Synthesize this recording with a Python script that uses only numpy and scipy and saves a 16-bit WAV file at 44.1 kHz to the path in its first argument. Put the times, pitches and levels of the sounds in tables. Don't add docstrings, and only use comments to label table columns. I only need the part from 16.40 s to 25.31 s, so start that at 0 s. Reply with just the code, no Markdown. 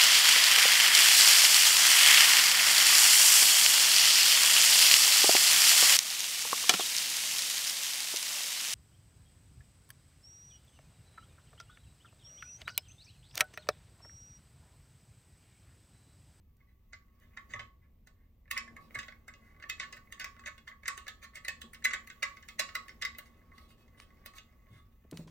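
import sys
import numpy as np
from scipy import signal
from scipy.fft import rfft, irfft
from scipy.io import wavfile
from scipy.ndimage import uniform_filter1d

SR = 44100
rng = np.random.default_rng(int(sys.argv[2]) if len(sys.argv) > 2 else 0)


def int16_out(signal):
    q = np.round(np.clip(np.atleast_2d(signal).T, -1, 1) * 32767)
    wavfile.write(sys.argv[1], SR, q.astype(np.int16))


def magnitude_from_level(level_db):
    exponent = np.asarray(level_db, float) / 20
    return 10 ** exponent


N = 392798
HZ = np.fft.rfftfreq(N, 1 / SR)

# start_s [s], level_db near 2 kHz [dB peak], low_ring_db [dB],
# hardness_db 2.5-8 kHz [dB], tick_db [dB]
CLICKS = [(2.1121, -24, -14, -0.5, -2), (2.177, -29, -16, 4, -2.5), (2.366, -39, -6, -8.5, -12.5),
          (2.589, -30.5, -21, 1, -12.5), (2.8807, -39.5, -10, -0.5, -8.5),
          (3.2977, -29.5, -18, 7, -5.5), (3.5264, -40, -7, 7.5, -11),
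          (3.7242, -36.5, -14.5, 0.5, -4.5), (3.7973, -36.5, -17, 3, -3.5),
          (3.8439, -29.5, -13.5, 1.5, -11), (4.4805, -23.5, -10.5, 6, -4.5),
          (4.577, -37.5, -8, 5, -1.5), (4.6804, -35, -10.5, 6.5, -5), (4.8277, -46.5, -11, -9, -27),
          (4.9559, -40.5, -14, 4.5, -10),
          (5.0485, -36, -17, -0.5, -4), (5.0831, -26.5, -13, 6, -3.5),
                      (5.2163, -42, -9, 8.5, 2.5), (5.334, -44, -27, -3, 4.5),
                      (5.4525, -20, -27, -13.5, -25), (5.674, -42.5, -13, -1, -2),
                      (5.8295, -23, -16.5, -2.5, -14), (6.0864, -39.5, -13.5, 4, -6),
                      (6.1938, -27.5, -22, -5, -4.5), (6.3524, -26, -8.5, 1.5, -7),
                      (6.4825, -41.5, -23, -1, -8), (6.6507, -24.5, -35, -2, -13.5),
                      (6.7849, -40.5, -7, 3, 9), (7.8603, -38, -9.5, -0.5, 2.5), (7.9827, -49, -9, 13, -7)]
# start_s [s], level_db [dB peak], hardness_db [dB], low_ring_db [dB]
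KNOCKS = [(0.5323, -37.5, -5, -12), (0.9733, -35, -8, -13.5), (1.107, -53, 0, -8),
          (1.1368, -30, -2.5, -8.5), (1.1942, -36, -1.5, -5), (2.2781, -43.5, -11.5, -17),
          (2.5545, -32.5, -14, -10), (2.6308, -39.5, -2, -11), (2.6829, -39.5, 0, -9.5),
          (2.9379, -49.5, 4, -10), (3.2244, -38.5, -3.5, -26), (3.3986, -29, 1, -12),
          (3.4301, -36.5, -20, -9), (3.9944, -44, -2, -6), (4.0384, -44, -9, -9.5),
          (4.0604, -35.5, 3, -13.5), (4.2771, -36.5, -3, -12), (4.4566, -35, 0, -31),
          (4.668, -38.5, -3.5, -9.5), (4.9356, -51.5, -29, -18), (5.4234, -46, -5.5, -33),
          (5.5094, -29, -5.5, -11.5), (5.5349, -23.5, -1.5, -15.5), (5.7009, -39.5, 4, -26),
          (5.8953, -50.5, -14, -3), (6.0268, -48, 3.5, -35), (6.2899, -38.5, -3, -10.5),
          (6.6227, -32, 7.5, -11.5), (6.7494, -46, -1, -22), (7.4802, -60, -1, -19), (4.4846, -33, 1, -16),
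          (4.4885, -33, -13, -14), (5.4483, -21.5, -17.5, -22), (5.4655, -49, -10, -10),
          (5.545, -34, -7.5, -18.5), (6.1967, -25.5, -10.5, -7), (6.4925, -40.5, -3, -18),
          (6.615, -42, -8, -18), (4.689, -45, -18, -9.5), (4.462, -34, -15, -19.5)]
# start_s [s], level_db [dB peak], hardness_db [dB]
NUDGES = [(1.162, -36.5, -25), (1.6721, -51, 3), (2.0565, -60, -24.5), (2.079, -54, -18),
          (2.5082, -47, -16), (2.7234, -44.5, -13), (3.1459, -57.5, -19), (3.1642, -55.5, -15),
          (3.1994, -47.5, -8), (3.239, -38, -30), (3.382, -51, -12), (3.673, -55.5, -24),
          (3.7055, -58, -17), (3.777, -51, -14), (3.966, -49, -16), (4.1795, -52, 5), (4.315, -44, -27),
          (4.4335, -43, -7), (5.3458, -45.5, 4), (5.9695, -43.5, -3.5), (6.461, -59, -40.5),
          (7.015, -60, -31.5), (7.118, -51.5, -21), (7.1811, -49.5, 2), (7.3045, -59, -15),
          (7.5953, -57, -8), (7.839, -61, -19), (7.9368, -51, 0), (8.127, -64, -25), (8.269, -59, -25.5),
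          (6.858, -56.5, 1), (6.93, -68, -6), (6.9435, -71, -1), (6.986, -70, -8), (7.3805, -71, 6),
          (7.4065, -69, -2), (7.5277, -69, -8), (7.546, -64, -13), (7.576, -58.5, -6), (7.62, -59.5, 7),
          (7.705, -57, -10), (7.773, -65.5, -10), (8.188, -76, -8), (8.2206, -70, -8), (8.333, -64, 1)]
# start_s [s], length_s [s], level_db [dB peak], hardness_db
# [dB], tick_db [dB]
GRINDS = [(2.11, 0.071, -58.5, -11, -24), (2.156, 0.028, -25.5, -16, -33), (2.541, 0.021, -30, -8, -20),
          (3.391, 0.068, -40.5, -0.5, -37), (3.794, 0.035, -34.5, -3.5, -21), (4.06, 0.028, -31, -7, -19.5),
          (4.475, 0.013, -36, 3, -28), (5.439, 0.022, -28, 8, -2.5), (5.531, 0.014, -32.5, 4, -8.5),
          (5.822, 0.013, -28, 3.5, -8), (6.189, 0.017, -30.5, 12.5, 3), (6.61, 0.026, -32, -6, -11),
          (0.521, 0.019, -53, -11, -25), (0.966, 0.014, -50, -11, -26), (1.085, 0.055, -51, 2, -30),
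          (6.18, 0.025, -36, -5, -31)]
# start_s [s], length_s [s], level_db [dB peak], hardness_db [dB]
DRAGS = [(0.197, 0.014, -62.5, -17), (0.255, 0.086, -66.5, -8), (0.789, 0.076, -58, -6),
         (0.898, 0.095, -61.5, -21), (1.4, 0.08, -64.5, -17), (1.72, 0.19, -71.5, -33),
         (2.374, 0.12, -80.5, 18.5), (2.953, 0.31, -57.5, -9), (3.559, 0.023, -45.5, -3.5),
         (4.261, 0.047, -49, -4), (4.812, 0.051, -42, -3), (4.934, 0.06, -42, -3), (7.104, 0.2, -63, 5.5),
         (7.176, 0.051, -78, -5), (7.27, 0.073, -73, 18), (7.359, 0.093, -87, 25),
         (7.559, 0.099, -62.5, 10), (7.94, 0.058, -52.5, 5), (8.278, 0.16, -59.5, -0.5),
         (8.696, 0.17, -70.5, 18.5), (6.84, 0.058, -63, 4), (6.91, 0.23, -83, -12), (7.44, 0.091, -80, -7),
         (7.663, .16, -73, -5)]
# start_s [s], turning_effort_db [dB], weight_on_tray_db [dB]
HAND = [(0.0, -87.5, -98), (0.43, -82.5, -84), (1.13, -73, -59), (1.39, -92.5, -72.5), (2.06, -92.5, -74),
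        (2.28, -107, -53.5), (2.54, -63, -56.5), (2.85, -80.5, -62.5), (3.41, -74, -57), (3.6, -71, -61),
        (3.98, -73.5, -61), (4.342, -78.5, -67), (5.54, -74.5, -58), (5.7, -67.5, -62),
        (6.58, -71.5, -57.5), (7.3, -79.5, -59.5), (7.83, -75, -59.5), (8.62, -76, -69.5)]
MODE_HZ = [497, 565, 966, 1104, 1138, 1268, 1438, 1508, 1650, 1740, 1846, 1890, 1912, 2018, 2070, 2165,
           2210, 2236, 2466, 2565, 2811, 3176, 3770, 3940, 4480, 4800, 5190, 6400]
# level_db [dB], t60_s [s]
MODE_RING = [(-27, 0.19), (-27.5, .14), (-28.5, 0.15), (-9, 0.3), (-10.5, 0.32), (-15, 0.18), (-25.5, 0.13),
             (-10, .2), (-7.5, 0.18), (-1, 0.051), (-10.5, 0.069), (-8.5, .1), (-9, 0.18), (3, .13),
             (-5.5, 0.14), (2.5, 0.049), (-5.5, .15), (-13, 0.072), (-18, 0.12), (-0.5, 0.29), (-5, 0.8),
             (-14, 0.17), (-8.5, 0.2), (-9.5, 0.12), (-11, .1), (-12, .12), (-9, .16), (-9.5, 0.068)]
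# pitch_hz [Hz], level_db [dB], t60_s [s]
SHIMMER = [(353, -30, 0.081), (599, -22, 0.1), (716, -29, 0.14), (1443, -9, 0.063), (1908, -1.5, 0.1),
           (2710, -4.5, 0.089), (3280, -1.5, 0.18), (4115, -6.5, 0.35), (5070, -4.5, 0.12),
           (5860, -14.5, 0.1), (7150, 8.5, 0.018), (7130, -8.5, 0.33), (8740, 11, 0.038),
           (11100, -2.5, 0.078), (12100, 5.5, 0.0071), (14300, 4.5, 0.039), (14300, -4, 0.16),
           (16500, -17, 0.24)]
GROUP_EDGES_HZ = [1350, 2500, 8000]
# start_s [s], level_db [dB peak], pitch_hz [Hz], t60_s [s]
BUMPS = [
    (1.142, -51, 108.7, 0.56),
    (2.561, -42.5, 113, 0.16),
    (5.233, -51.5, 227, 0.27),
    (8.3, -49.5, 109, 0.41),
    (8.646, -39.5, 210, 0.033),
    (8.721, -36, 293, 0.058),
    (8.729, -38, 166, 0.2),
    (8.786, -38, 161.6, 0.23),
    (8.81, -59, 155, 0.12),
    (8.856, -50.5, 167, 0.43),
]
# start_s [s], level_db [dB peak], pitch_hz [Hz], t60_s [s]
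TICKS = [(0.8, -59, 9800, .012), (1.195, -62, 6800, .015), (0.168, -64.5, 14000, 0.022),
         (7.6, -39, 2900, 0.015), (6.545, -65, 9000, 0.012), (8.64, -65, 1400, 0.02),
         (8.712, -39.5, 5800, 0.019), (10, -42.5, 7900, 0.1), (8.728, -46, 1410, 0.028),
         (8.773, -40, 2940, 0.022), (8.772, -32.5, 4500, 0.0079), (8.776, -52, 11000, 0.0072),
         (8.877, -51.5, 1030, 0.047), (8.873, -56.5, 3300, 0.2), (8.776, -52, 1900, 0.075),
         (10, -51, 1900, 0.094), (8.78, -56, 13500, .05), (8.715, -60, 13500, .05)]
# pitch_hz [Hz], width_hz [Hz], level_db [dB]
DRONE = [(112.4, 7.1, -7), (162.8, 7.8, -3.5), (230.94, 5.5, 5), (295, 290, -13.5), (492, 30, -18.5)]
# pitch_hz [Hz], level_db [dB per Hz]
SKIN_HISS = [(1470, -68), (2500, 5), (4970, -16), (6710, 0), (8840, -5), (15100, 1.5), (16100, 7.5),
             (16500, -23.5)]
# pitch_hz [Hz], level_db [dB per Hz]
FLOOR = [(12, -10), (20, 2), (71, 7), (156, -10), (230, -8.5), (281, -17.5), (794, -32.5), (1110, -33.5),
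         (1470, -45), (2060, -36.5), (2370, -37.5), (4930, -46.5), (11800, -50.5), (14700, -31.5),
         (16500, -56.5)]
# pitch_hz [Hz], side_minus_mid_db [dB]
FLOOR_SIDE = [(30, -42), (60, -30), (150, -16), (300, -9), (1000, -3), (8000, 0), (13000, -8)]
# pitch_hz [Hz], left_lead_rad [rad]
PORT_PHASE = [(0, 0), (500, -0.9), (950, -0.9), (2070, 1.0), (2840, 0.9), (4050, 7.9), (4480, 12.2),
              (5170, 15.3), (5770, 10.8), (6370, 12.0), (6890, 15.8), (7410, 15.3), (10200, 14.5),
              (12800, 13.3), (16400, 12.4)]
# pitch_hz [Hz], left_minus_right_db [dB]
PORT_BALANCE = [(60, 0.0), (110, -0.5), (200, 0.0), (380, 0.5), (700, -2.5), (1290, -4.5), (2380, -4.0),
                (4400, -2.0), (8120, -0.5), (15000, 0.0)]

RING = 13000
SWELL_S, GRIP_T60_S, GRIP_SPREAD_DB = 0.0072, 0.21, 2.5
CRACK_DB, CRACK_SHARE = 2, 0.17
SPOT_DB = 3
TWIN = 3
UPPER_FROM_HZ, BODY_TOP_HZ = 1150, 8000
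LOW_TRIM_DB, HARD_TRIM_DB = -3, -2
NUDGE_LOW_DB, GRIND_LOW_DB, DRAG_LOW_DB = -10, -12, -8.5
KNOCK_TICK_DB, NUDGE_TICK_DB, DRAG_TICK_DB = -37, -9.5, -6.5
SEATED_S, SEATED_LOW_DB = 7.05, 6.5
LEAD_S = 0.01
RUB_SPOTS, SPOT_HOLD = 8, 2500
FLOOR_DB = -61.5
ROOM_T60_S, ROOM_DB, ROOM_TOP_HZ = 0.25, -10.5, 7400


def unit(x):
    return x / np.sqrt(np.mean(x ** 2))


def over_hz(points, hz):
    at, value = np.transpose(points)
    return np.interp(np.log(hz + 1), np.log(at + 1), value)


def shaped_noise(gain):
    return irfft(rfft(rng.standard_normal(N)) * gain, N)


def fade(t60, size):
    return np.exp(-np.log(1000) * np.arange(size) / SR / max(t60, 0.005))


def butter(order, hz, kind, x):
    return signal.sosfilt(signal.butter(order, hz, kind, fs=SR, output="sos"), x)


def walk(rate):
    k = int(SR / rate)
    held = np.repeat(rng.standard_normal(N // k + 1), k)
    return 0.4 * uniform_filter1d(uniform_filter1d(held, k), k)[:N]


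def add(track, sound, s):
    i = max(int(s * SR), 0)
    track[i:i + len(sound)] += sound[:N - i]


def slips(tray):
    def seated(s):
        return SEATED_LOW_DB * (s > SEATED_S)

    out = np.zeros(N)
    scrapes = [(s, length, db, GRIND_LOW_DB, hard, tick) for s, length, db, hard, tick in GRINDS]
    for s, length, db, hard in DRAGS:
        scrapes.append((s, length, db, DRAG_LOW_DB + seated(s), hard, DRAG_TICK_DB + hard))
    for s, length, *levels in scrapes:
        chance = rng.random((2, 10000))[:, :int(length * SR)]
        swell = np.hanning(len(chance[0])) ** 0.76
        catches = (chance[0] - 0.5) * magnitude_from_level(-40 * chance[1]) * swell
        add(out, strike(tray, catches, *levels), s)

    sudden = CLICKS
    sudden += [(s, db, low, hard, KNOCK_TICK_DB) for s, db, hard, low in KNOCKS]
    sudden += [(s, db, NUDGE_LOW_DB + seated(s), hard, NUDGE_TICK_DB + hard) for s, db, hard in NUDGES]
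    for s, *levels in sorted(sudden):
        add(out, strike(tray, chatter(rng.random((3, 1800))), *levels), s - LEAD_S)
    return out


def chatter(chance):
    t = np.arange(len(chance[0])) / SR - LEAD_S
    shape = np.where(t < 0, np.exp(t / 0.0034), np.exp(-t / 0.0064))
    hits = chance[0] < 0.03
    blows = magnitude_from_level(-7.0) * shape * hits * magnitude_from_level(-14 * chance[1]) * np.sign(chance[2] - 0.5)
    blows[int(LEAD_S * SR)] = 1
    return blows


def tray_rings():
    t, hz = np.arange(RING) / SR, np.fft.rfftfreq(2 * RING, 1 / SR)
    clear, bands, falls = [], [], []
    for f, (db, t60) in zip(MODE_HZ, MODE_RING):
        swell = 1 - (f < GROUP_EDGES_HZ[0]) * np.exp(-t / SWELL_S)
        clear.append(magnitude_from_level(db) * np.sin(2 * np.pi * f * t) * fade(t60, RING) * swell)
    for f, db, t60 in SHIMMER:
        band = np.exp(-(np.log(hz / f + 1e-9) / 0.14) ** 2)
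        bands.append(unit(irfft(rfft(rng.standard_normal(2 * RING)) * band)))
        crack = magnitude_from_level(CRACK_DB) * fade(t60 * CRACK_SHARE, RING)
        falls.append(magnitude_from_level(db) * (fade(t60, RING) + crack))
    return np.array(clear), np.array(bands), np.array(falls)


def strike(tray, blows, db, low_db, hard_db, tick_db):
    clear, bands, falls = tray
    start = rng.integers(RING)
    rings = np.vstack([clear, bands[:, start:start + RING] * falls])
    group = np.digitize(MODE_HZ + [row[0] for row in SHIMMER], GROUP_EDGES_HZ)
    spot = magnitude_from_level(SPOT_DB * rng.standard_normal(len(rings))) * rng.choice([-1, 1], len(rings))
    spot[TWIN + 1] = spot[TWIN]
    ring = (spot * (group == np.arange(4)[:, None])) @ rings
    ring[1:] *= fade(GRIP_T60_S * magnitude_from_level(GRIP_SPREAD_DB * rng.standard_normal()), RING)
    ring[1:] = butter(4, UPPER_FROM_HZ, "high", ring[1:])
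    ring[:3] = butter(4, BODY_TOP_HZ, "low", ring[:3])
    parts = signal.fftconvolve(ring, blows[None], axes=1)
    levels = magnitude_from_level(db + np.array([low_db + LOW_TRIM_DB, 0, hard_db + HARD_TRIM_DB, tick_db]))
    return levels / np.abs(parts).max(axis=1) @ parts


def hand(column):
    points = np.transpose(HAND)
    return np.interp(np.arange(N) / SR, points[0], points[column])


def rub(tray):
    effort = hand(column=1)
    burst = magnitude_from_level(4.2 * np.minimum(rng.exponential(size=N), 2.4))
    catches = rng.standard_normal(N) * burst * (rng.random(N) < 0.02)
    catches = unit(catches) * magnitude_from_level(effort + 5.8 * walk(18))
    spot = np.repeat(rng.integers(RUB_SPOTS, size=N // SPOT_HOLD + 1), SPOT_HOLD)[:N]
    ring = np.zeros(N)
    for k in range(RUB_SPOTS):
        body = strike(tray, np.ones(1), 0, -1.5, 0.42, -27.0)
        ring += signal.fftconvolve(catches * (spot == k), body / np.linalg.norm(body))[:N]
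    skin = unit(shaped_noise(magnitude_from_level(over_hz(SKIN_HISS, HZ))))
    return magnitude_from_level(-0.5) * ring + magnitude_from_level(effort - 8 + 4.7 * walk(62)) * skin


def bumps():
    out, t = np.zeros(N), np.arange(RING) / SR
    for s, db, hz, t60 in BUMPS + TICKS:
        edges = [0.29 * hz, min(1.94 * hz, 0.45 * SR)]
        rough = butter(2, edges, "band", rng.standard_normal(RING))
        tone = min(700 / hz, 1) * np.sin(2 * np.pi * hz * t)
        rise = np.minimum(t * hz / 1.94, 1)
        add(out, magnitude_from_level(db) * (tone + 0.5 * unit(rough)) * fade(t60, RING) * rise, s)
    return out


def drone():
    shape = sum(magnitude_from_level(db) / (1 + 1j * (HZ - hz) / (width / 2)) for hz, width, db in DRONE)
    mid, side = unit(shaped_noise(shape)), unit(shaped_noise(shape))
    press = magnitude_from_level(-7.5 + hand(column=2) + 1.5 * walk(22))
    return press * (mid + magnitude_from_level(-9) * side * np.array([[1], [-1]]))


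def floor():
    mid_db = over_hz(FLOOR, HZ)
    side_points = [(hz, db + over_hz(FLOOR_SIDE, hz)) for hz, db in FLOOR]
    mid = shaped_noise(magnitude_from_level(mid_db))
    side = shaped_noise(magnitude_from_level(over_hz(side_points, HZ)))
    return magnitude_from_level(FLOOR_DB + 0.5 * walk(1.3)) * np.array([mid + side, mid - side]) / np.std(mid)


def room(near):
    walls = butter(2, ROOM_TOP_HZ, "low", rng.standard_normal((2, RING)))
    walls = walls * fade(ROOM_T60_S, RING)
    return magnitude_from_level(ROOM_DB) * signal.fftconvolve(near[None], walls / np.linalg.norm(walls[0]), axes=1)[:, :N]


def scene():
    tray = tray_rings()
    near = butter(2, 300, "high", slips(tray) + rub(tray))
    at, phase = np.transpose(PORT_PHASE)
    lead = magnitude_from_level(over_hz(PORT_BALANCE, HZ) / 2) * np.exp(0.5j * np.interp(HZ, at, phase))
    ports = irfft(rfft(near + room(near)) * np.array([lead, 1 / lead]), N)
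    return ports + bumps() + drone() + floor()


def top_cut(x):
    return signal.sosfilt(signal.butter(12, 16830, fs=SR, output="sos"), x)


def record(dry):
    mix = signal.sosfilt(signal.ellip(6, 0.3, 50, 16000, fs=SR, output="sos"), dry)
    return top_cut(mix)


dry = scene()
out = record(dry)
int16_out(out)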